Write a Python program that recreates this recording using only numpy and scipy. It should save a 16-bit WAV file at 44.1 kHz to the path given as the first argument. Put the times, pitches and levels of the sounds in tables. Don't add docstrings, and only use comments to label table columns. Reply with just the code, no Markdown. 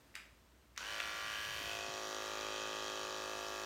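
import sys
import numpy as np
from scipy import signal
from scipy.fft import rfft, irfft
from scipy.io import wavfile
from scipy.ndimage import uniform_filter1d

SR = 44100
rng = np.random.default_rng(int(sys.argv[2]) if len(sys.argv) > 2 else 0)


def rack_gain(trim_db):
    fader = np.asarray(trim_db, float)
    return 10 ** (fader / 20)


def transcribe(u):
    v = np.clip(np.atleast_2d(u).T, -1, 1)
    q = np.round(v * 32767).astype(np.int16)
    wavfile.write(sys.argv[1], SR, q)


N = 160965
T = np.arange(N) / SR

# t/s, level/dB, pose (0 held up, 1 on the fur), blade facing/dB, vent facing/dB
MOTION = [(.8, -47, 0.056, 2, -2), (.9, -43, 0.098, 2, 0.5), (1.2, -43, 0.033, -0.5, 0.5),
          (1.42, -42.5, 0.04, 2.5, 3), (1.6, -44.5, 0.27, 5.5, 6), (1.72, -43.5, 0.63, 6.5, 4),
          (1.849, -44, 0.83, 2, -1.5), (2.06, -43.5, 0.83, -4.5, 0.5), (2.4, -42.5, 0.95, -2.5, -1.5),
          (2.6, -42, 1, -0.2, -4), (2.9, -42.5, 0.93, -3.5, -2), (3.15, -43, 0.93, -5.5, -1.5),
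          (3.65, -43.5, 0.85, -6, 1)]
# t/s, speed change/Hz
FUR_LOAD = [(1.0, 0), (1.5, -.04), (1.9, -.16), (2.3, -.2), (2.7, -.12), (3.15, -.32), (3.4, -.22),
            (3.65, -.28)]
ORDERS_HELD_UP = [-29, -27, -29, -36, -27, -15.5, -16, -18, -16.5, -13.5, -9.5, -15, -5, -22, -14.0, -20,
                  -30, -11.5, -14, -7, -8.5, -1, -17, -10, -9, 0, -1, -4.5, -11, -3, -7, -4.5, -6, -23, -8,
                  -1.5, -13, -8, -11.5, -18, -23, -20, -6, -7, -8, -17, -10, -18, -22, -14, -29, -16, -8,
                  -29, -14, -5, -17, -3.5, -7, -4.5, -21.0, -29, -12, -24, -10, -41, -13, -2.5, -38, -12,
                  -21, -43, -8, -33, -25, 3.5]
ORDERS_ON_FUR = [-37, -37, -13, -50, -7, -8.5, 2.5, -3.5, -4, 2, 0.5, -5, -7, -8.5, -7.5, -2.5, -4, -4, -17,
                 -10.5, 0, 0, 3, -11.5, -32, -1, -12.5, -8, -22.5, -14, -0.5, -6, -16.5, -6, -21, -6, -7.5,
                 -19.5, -13, -33, -17.0, -31, -28, -12, -11.5, -5, -6, -9.5, -7.5, -21, -5.5, -33, -36, -17,
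                 -45, -9, -1.5, -30, -8, -2, 1, -3, -28, -45, -5, -14, -5, -14, -29, -22, -7, -44, -2, -27,
                 -3.5, -29]
# order, reach/orders, level/dB, t/s, length/s
MODE_SWINGS = [(13.2, .8, -10, 1.46, 0.21), (13.34, .8, 11.5, 1.76, 0.34), (13, .8, 7.5, 3.44, 0.27),
               (21.6, 1.2, 4.5, 1.25, 0.12), (24, 1, 0, 1.4, 0.25), (26.9, 1.8, -6, 1.64, 0.22),
               (31.3, 1.2, 11.5, 1.4, .14), (32.5, 1.2, -5, 1.36, 0.14), (28, .8, 3, 1.85, 0.26),
               (31.3, 2, -4, 1.98, 0.17), (47, 6, -11, 2.08, 0.14), (42.7, 3, 11, 2.4, 0.14),
               (40, 3, -22, 3.35, 0.37), (48.66, .8, 14, 3.44, 0.46), (61, 2, 5, 2.87, 0.1),
               (56.2, 1.5, 6.5, 3.43, 0.17), (9.8, .8, 2, 1.67, 0.18), (11, .8, 4.5, .93, .1),
               (13, .8, -5, .87, .07), (30, 3, 4, .88, 0.059)]
# share of turn, level held up/dB, level on the fur/dB
BLADE_SLAPS = [(.01, -1.5, 0.1), (.05, -3, -.5), (.1, -2, -3), (.52, -1.5, -3.5), (.57, -3, -4),
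               (.63, -3, -7), (.3, -5, -10), (.82, -5, -10)]
# f/Hz, width/Hz, level held up/dB, level on the fur/dB, share of the facing level
BLADE_RINGS = [(1500, 160, -5.5, 1, 1.1), (2579, 127, -5, 1, 1.44), (3047, 200, 0.5, -4, 0.58),
               (4530, 250, -3, -3.5, 0.5), (5780, 130, -5, -4.5, 0.05), (6780, 160, -28, -10, 1),
               (8850, 1400, -14, -13, 0.5), (5150, 300, -9, -12, .3)]
# ring index, level/dB, t/s, length/s
RING_GLINTS = [
    (4, 5, 2.0, .2),
    (3, 5, 1.95, .15),
    (3, 3, 3.2, .15),
    (5, 4, 3.25, .3),
    (2, 3, 1.35, .15),
]
# f/Hz, level/dB (per Hz)
SLIDE_HELD_UP = [(200, -7.5), (700, -3.5), (1500, -6), (2100, 3), (3000, -1), (6500, -7.5), (10300, -18),
                 (16000, -60)]
SLIDE_ON_FUR = [(200, -18), (600, -15), (1300, -6), (2100, -13), (3100, -6.5), (6800, -4), (8000, -18.5),
                (10300, -23), (16000, -46)]
# f/Hz, level/dB (per Hz)
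VENT_COLOUR = [(7000, -4), (10500, 4), (12000, 2.5), (16000, -0.5)]
# t/s, peak level/dB, ring f/Hz, share of bright crack
SWITCH_CLICKS = [(.142, -50, 2050, .1), (.149, -49, 2600, .15), (.1532, -32.5, 5900, .6),
                 (.1542, -31, 2300, 0.88), (.1625, -38, 2100, 0.26), (.174, -43, 2520, .12),
                 (.177, -47, 2520, .2), (.186, -50, 1800, 0.4), (.201, -43, 2020, .2),
                 (.616, -60, 3500, 0.53), (.756, -57, 1810, .1), (.763, -43, 2370, 0.6),
                 (.767, -52, 2000, .2), (.772, -48, 2700, .1), (.777, -26, 5370, .5),
                 (0.777, -34, 1500, 0.38), (.779, -37, 2600, 0.34)]
# t/s, peak level/dB, ring f/Hz, share of bright crack
STRAY_KNOCKS = [
    (1.0016, -30, 1620, 0.62),
    (1.0027, -22.5, 2430, .2),
]
# f/Hz, level/dB (per Hz)
CRACK_COLOUR = [(290, -62), (500, -38), (1720, 1), (2570, -3), (6000, -7.5), (9360, -14), (11000, -15.5),
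                (16000, -28)]
# t/s, level/dB, f/Hz, length/s
SOFT_THUMPS = [
    (1.609, -50, 300, 0.021),
    (1.877, -53, 260, .016),
    (1.885, -55, 145, .03),
    (1.66, -58, 120, .03),
    (1.47, -57, 110, .03),
]
# f/Hz, t60/s
ROOM_DECAY = [(500, 0.55), (2000, 0.45), (12000, 0.36)]
# f/Hz, level/dB (per Hz)
HISS_COLOUR = [(15, -48), (25, -32), (64, -15.5), (384, -19.5), (416, -24), (641, -22.5), (775, -28.5),
               (887, -24), (16000, -41.5)]

ON_S, SPIN_UP_S, SETTLE_S = .778, 0.032, 0.042
FULL_HZ, START_HZ, CATCH_UP_S = 53.28, 28, .032
HOUSING_DB, SLAP_DB, SLIDE_DB, VENT_DB = -1.5, -9.5, -9.5, -20.5
KNOCK_TURN, KNOCK_DB, KNOCK_ORDERS = 0.125, 17, 16.23
BACK_KNOCK, BACK_TURN = 0.54, .6
RETURN_ORDERS, RETURN_TURN = (29, 37), .6
FACING_ORDERS = (54.3, 15)
SMEAR_TURNS, SMEAR_ORDERS = 0.012, (28, 10.15)
WANDER_DB, WANDER_HZ = 1.5, 2.52
UNEVEN_DB, JITTER_S = 1.8, .00005
LOOSE_DB, LOOSE_S = 13.5, 0.19
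CHATTER_HZ, CHATTER = 29, 0.57
GATE, GATE_TURNS = 0.73, .05
CLICK_T60_S, KNOCK_T60_S, CLICK_DAMP, RATTLE = 0.018, 0.0094, .55, 0.19
RUMBLE_S, RUMBLE_DB, RUMBLE_HZ = (1.2, 1.47, 1.98), -61, 111
ROOM_DB, KNOCK_ROOM_DB = -3, -8
HISS_DB, RUSTLE_DB, RUSTLE_S = -69, 3.5, 0.48
HUM_HZ, HUM_WIDTH_HZ, HUM_DB = 58.8, 6.9, -68.5
NOTCH_HZ, NOTCH_WIDTH_HZ, NOTCH = 10500, 930, 0.47


def evened(x):
    return x / np.sqrt(np.mean(x ** 2) + 1e-20)


def read(points, hz):
    f, value = np.transpose(points)
    return np.interp(np.log(hz + 1), np.log(f + 1), value)


def coloured(x, points):
    return irfft(rfft(x) * rack_gain(read(points, np.fft.rfftfreq(len(x), 1 / SR))), len(x))


def resonate(x, hz, width):
    r = np.exp(-np.pi * max(width, 1) / SR)
    w = 2 * np.pi * hz / SR
    return signal.lfilter([2 * (1 - r) * np.sin(w)], [1, -2 * r * np.cos(w), r * r], x)


def control(column):
    table = np.array(MOTION)
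    return np.interp(T, table[:, 0], table[:, column])


def clippers():
    since = np.maximum(T - ON_S, 0)
    hz = FULL_HZ - (FULL_HZ - START_HZ) * np.exp(-since / CATCH_UP_S)
    hz = hz + np.interp(T, *np.transpose(FUR_LOAD))
    turns = np.cumsum(hz * (since > 0)) / SR + T * 1e-6
    pose = np.clip(control(column=2), 0, 1)
    shell = rack_gain(HOUSING_DB) * (1 - np.exp(-since / SETTLE_S)) * housing(turns, pose)
    motor = shell + blade(turns, pose) + vent(turns)
    return np.minimum(since / SPIN_UP_S, 1) * rack_gain(control(column=1)) * motor


def housing(turns, pose):
    up, fur = np.array(ORDERS_HELD_UP), np.array(ORDERS_ON_FUR)
    count = len(up)
    order, slaps = np.arange(1, count + 1), np.array(BLADE_SLAPS)
    t = T[::256]
    pose = pose[::256, None]
    still = 1 - 0.54 * pose

    knock = rack_gain(KNOCK_DB) * np.exp(-(order / KNOCK_ORDERS) ** 4 - 2j * np.pi * order * KNOCK_TURN)
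    knock = knock * (1 - BACK_KNOCK * np.exp(-2j * np.pi * order * BACK_TURN))
    late = np.exp(-2j * np.pi * order[:, None] * slaps[:, 0])
    blows = knock + late @ rack_gain(slaps[:, 2])
    centre, reach = SMEAR_ORDERS
    smear = np.pi * SMEAR_TURNS * np.minimum((order - centre) ** 2 - reach ** 2, 0)
    returning = (order >= RETURN_ORDERS[0]) * (order <= RETURN_ORDERS[1])

    slow = np.geomspace(.3, WANDER_HZ, num=8)
    waves = np.sin(2 * np.pi * (slow * t[:, None] + rng.random((count, 2, 1, 8))))
    level_wander, phase_wander = waves.sum(3).transpose(1, 2, 0) / 2

    facing = np.exp(-((order - FACING_ORDERS[0]) / FACING_ORDERS[1]) ** 4)
    facing = control(column=3)[::256, None] * facing
    swing = sum(db * np.exp(-((order - at) / width) ** 2 - ((t[:, None] - s) / length) ** 2)
                for at, width, db, s, length in MODE_SWINGS)
    level = up + pose * (fur - up) + WANDER_DB * still * level_wander + facing + swing
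    level = level - 6.8 * (1.5 - pose) * (order / count) ** 8
    size = rack_gain(level)
    size /= np.sqrt((size ** 2).sum(1, keepdims=True) / 2)
    lag = np.angle(blows) + smear - 2 * np.pi * RETURN_TURN * order * returning
    lag = lag + 0.87 * still * phase_wander

    out = np.zeros(N)
    for k in range(count):
        phase = 2 * np.pi * order[k] * turns + np.interp(T, t, lag[:, k])
        out += np.interp(T, t, size[:, k]) * np.cos(phase)
    return out


def slap_train(turns, pose):
    whole = np.arange(400)
    chance = rng.standard_normal((400, len(BLADE_SLAPS), 2))
    train = np.zeros(N + 64)
    for k, (share, up_db, fur_db) in enumerate(BLADE_SLAPS):
        at = np.interp(whole + share, turns, T, right=T[-1] - .001) + JITTER_S * chance[:, k, 0]
        level = up_db + np.interp(at, T, pose) * (fur_db - up_db) + UNEVEN_DB * np.tanh(chance[:, k, 1])
        size = rack_gain(level) * (whole + share < turns[-1])
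        tap = np.floor(at * SR)[:, None].astype(int) + np.arange(-8, 9)
        np.add.at(train, tap, size[:, None] * np.sinc(tap - at[:, None] * SR) * np.hanning(17))
    return train[:N]


def blade(turns, pose):
    train = slap_train(turns, pose)
    facing = control(column=3)
    rings = []
    for k, (hz, width, up, fur, share) in enumerate(BLADE_RINGS):
        ring = evened(resonate(resonate(train, hz, width), hz, 3 * width))
        rings.append((-1) ** k * rack_gain(up + pose * (fur - up) + share * facing) * ring)
    rings[0] = rings[0] * rack_gain(LOOSE_DB * np.exp(-np.maximum(T - ON_S, 0) / LOOSE_S))
    for k, db, s, length in RING_GLINTS:
        rings[k] = rings[k] * rack_gain(db * np.exp(-((T - s) / length) ** 2))
    rings[3] = rings[3] * (1 + CHATTER * pose * np.sin(2 * np.pi * CHATTER_HZ * T))

    gate = evened(uniform_filter1d(abs(train), int(GATE_TURNS * SR / 53)))
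    noise = (1 + GATE * gate) * rng.standard_normal(N)
    slide_up = np.sqrt(1 - pose) * evened(coloured(noise, SLIDE_HELD_UP))
    slide_fur = np.sqrt(pose) * evened(coloured(noise, SLIDE_ON_FUR))
    return rack_gain(SLAP_DB) * sum(rings) / 2 + rack_gain(SLIDE_DB) * (slide_up + slide_fur)


def vent(turns):
    air = evened(coloured(rng.standard_normal(N), VENT_COLOUR))
    puff = 1 + 0.73 * np.cos(2 * np.pi * (turns - .05)) ** 8
    return rack_gain(VENT_DB + control(column=4)) * air * puff


def clicks(table, t60):
    size, lead = 2000, 300
    out, t = np.zeros(N), T[:size]
    for s, db, hz, crack in table:
        rattle = RATTLE * rng.standard_normal(size) * rack_gain(-60 * t / t60)
        drive = np.roll(rattle + (t == 0), lead)
        ring = resonate(resonate(drive, hz, CLICK_DAMP * hz), hz, 2 * CLICK_DAMP * hz)
        ring = np.diff(ring, prepend=0)
        blow = crack * evened(coloured(drive, CRACK_COLOUR)) + (1 - crack) * evened(ring)
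        i = round(s * SR) - lead
        out[i:i + size] += rack_gain(db) * blow / abs(blow).max()
    return out


def thumps():
    out = np.zeros(N)
    for s, db, hz, length in SOFT_THUMPS:
        u = np.clip((T - s) / length, 0, 1)
        out += rack_gain(db) * np.sin(np.pi * u ** 0.52) ** 2 * np.sin(2 * np.pi * hz * (T - s))
    return out


def rumble():
    a, b = rng.standard_normal((2, N))
    lumps = rack_gain(2.4 * evened(uniform_filter1d(uniform_filter1d(a, 1500), 1500)))
    low = evened(resonate(resonate(b, RUMBLE_HZ, 81), RUMBLE_HZ, 280))
    return rack_gain(RUMBLE_DB) * np.sqrt(np.interp(T, RUMBLE_S, [0, 1, 0])) * lumps * low


def room(x):
    taps = np.zeros(SR // 2)
    at = np.arange(300, SR // 2 - 20, 20)
    taps[at + rng.integers(0, 20, len(at))] = rng.choice([-1., 1.], len(at))
    hz, t, z = signal.stft(taps, SR, nperseg=256)
    decay = rack_gain(-60 * t / read(ROOM_DECAY, hz)[:, None])
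    tail = signal.istft(z * decay, SR, nperseg=256)[1]
    return signal.fftconvolve(x, tail / np.linalg.norm(tail))[:N]


def background():
    a, b = rng.standard_normal((2, N))
    hiss = rack_gain(HISS_DB + RUSTLE_DB * np.exp(-(T / RUSTLE_S) ** 2)) * evened(coloured(a, HISS_COLOUR))
    hum = resonate(resonate(b, HUM_HZ, HUM_WIDTH_HZ), HUM_HZ, HUM_WIDTH_HZ)
    hum = hum / (abs(signal.hilbert(hum)) + 1e-9) ** 0.63
    return hiss + rack_gain(HUM_DB) * evened(hum)


def scene():
    hits = clicks(SWITCH_CLICKS, CLICK_T60_S)
    knocks = clicks(STRAY_KNOCKS, KNOCK_T60_S)
    wet = room(rack_gain(ROOM_DB) * hits + rack_gain(KNOCK_ROOM_DB) * knocks)
    return (clippers() + hits + knocks + wet + thumps() + rumble() + background())[None]


def low_pass(x):
    return signal.sosfilt(signal.butter(12, 15790, fs=SR, output="sos"), x)


def record(dry):
    offset = np.fft.rfftfreq(N, 1 / SR) - NOTCH_HZ
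    port = irfft(rfft(dry) * (1 - NOTCH * np.exp(-(offset / NOTCH_WIDTH_HZ) ** 2)), N)
    bass_cut = signal.butter(4, 46, "high", fs=SR, output="sos")
    mix = signal.sosfilt(bass_cut, port)
    return low_pass(mix)


dry = scene()
out = record(dry)
transcribe(out)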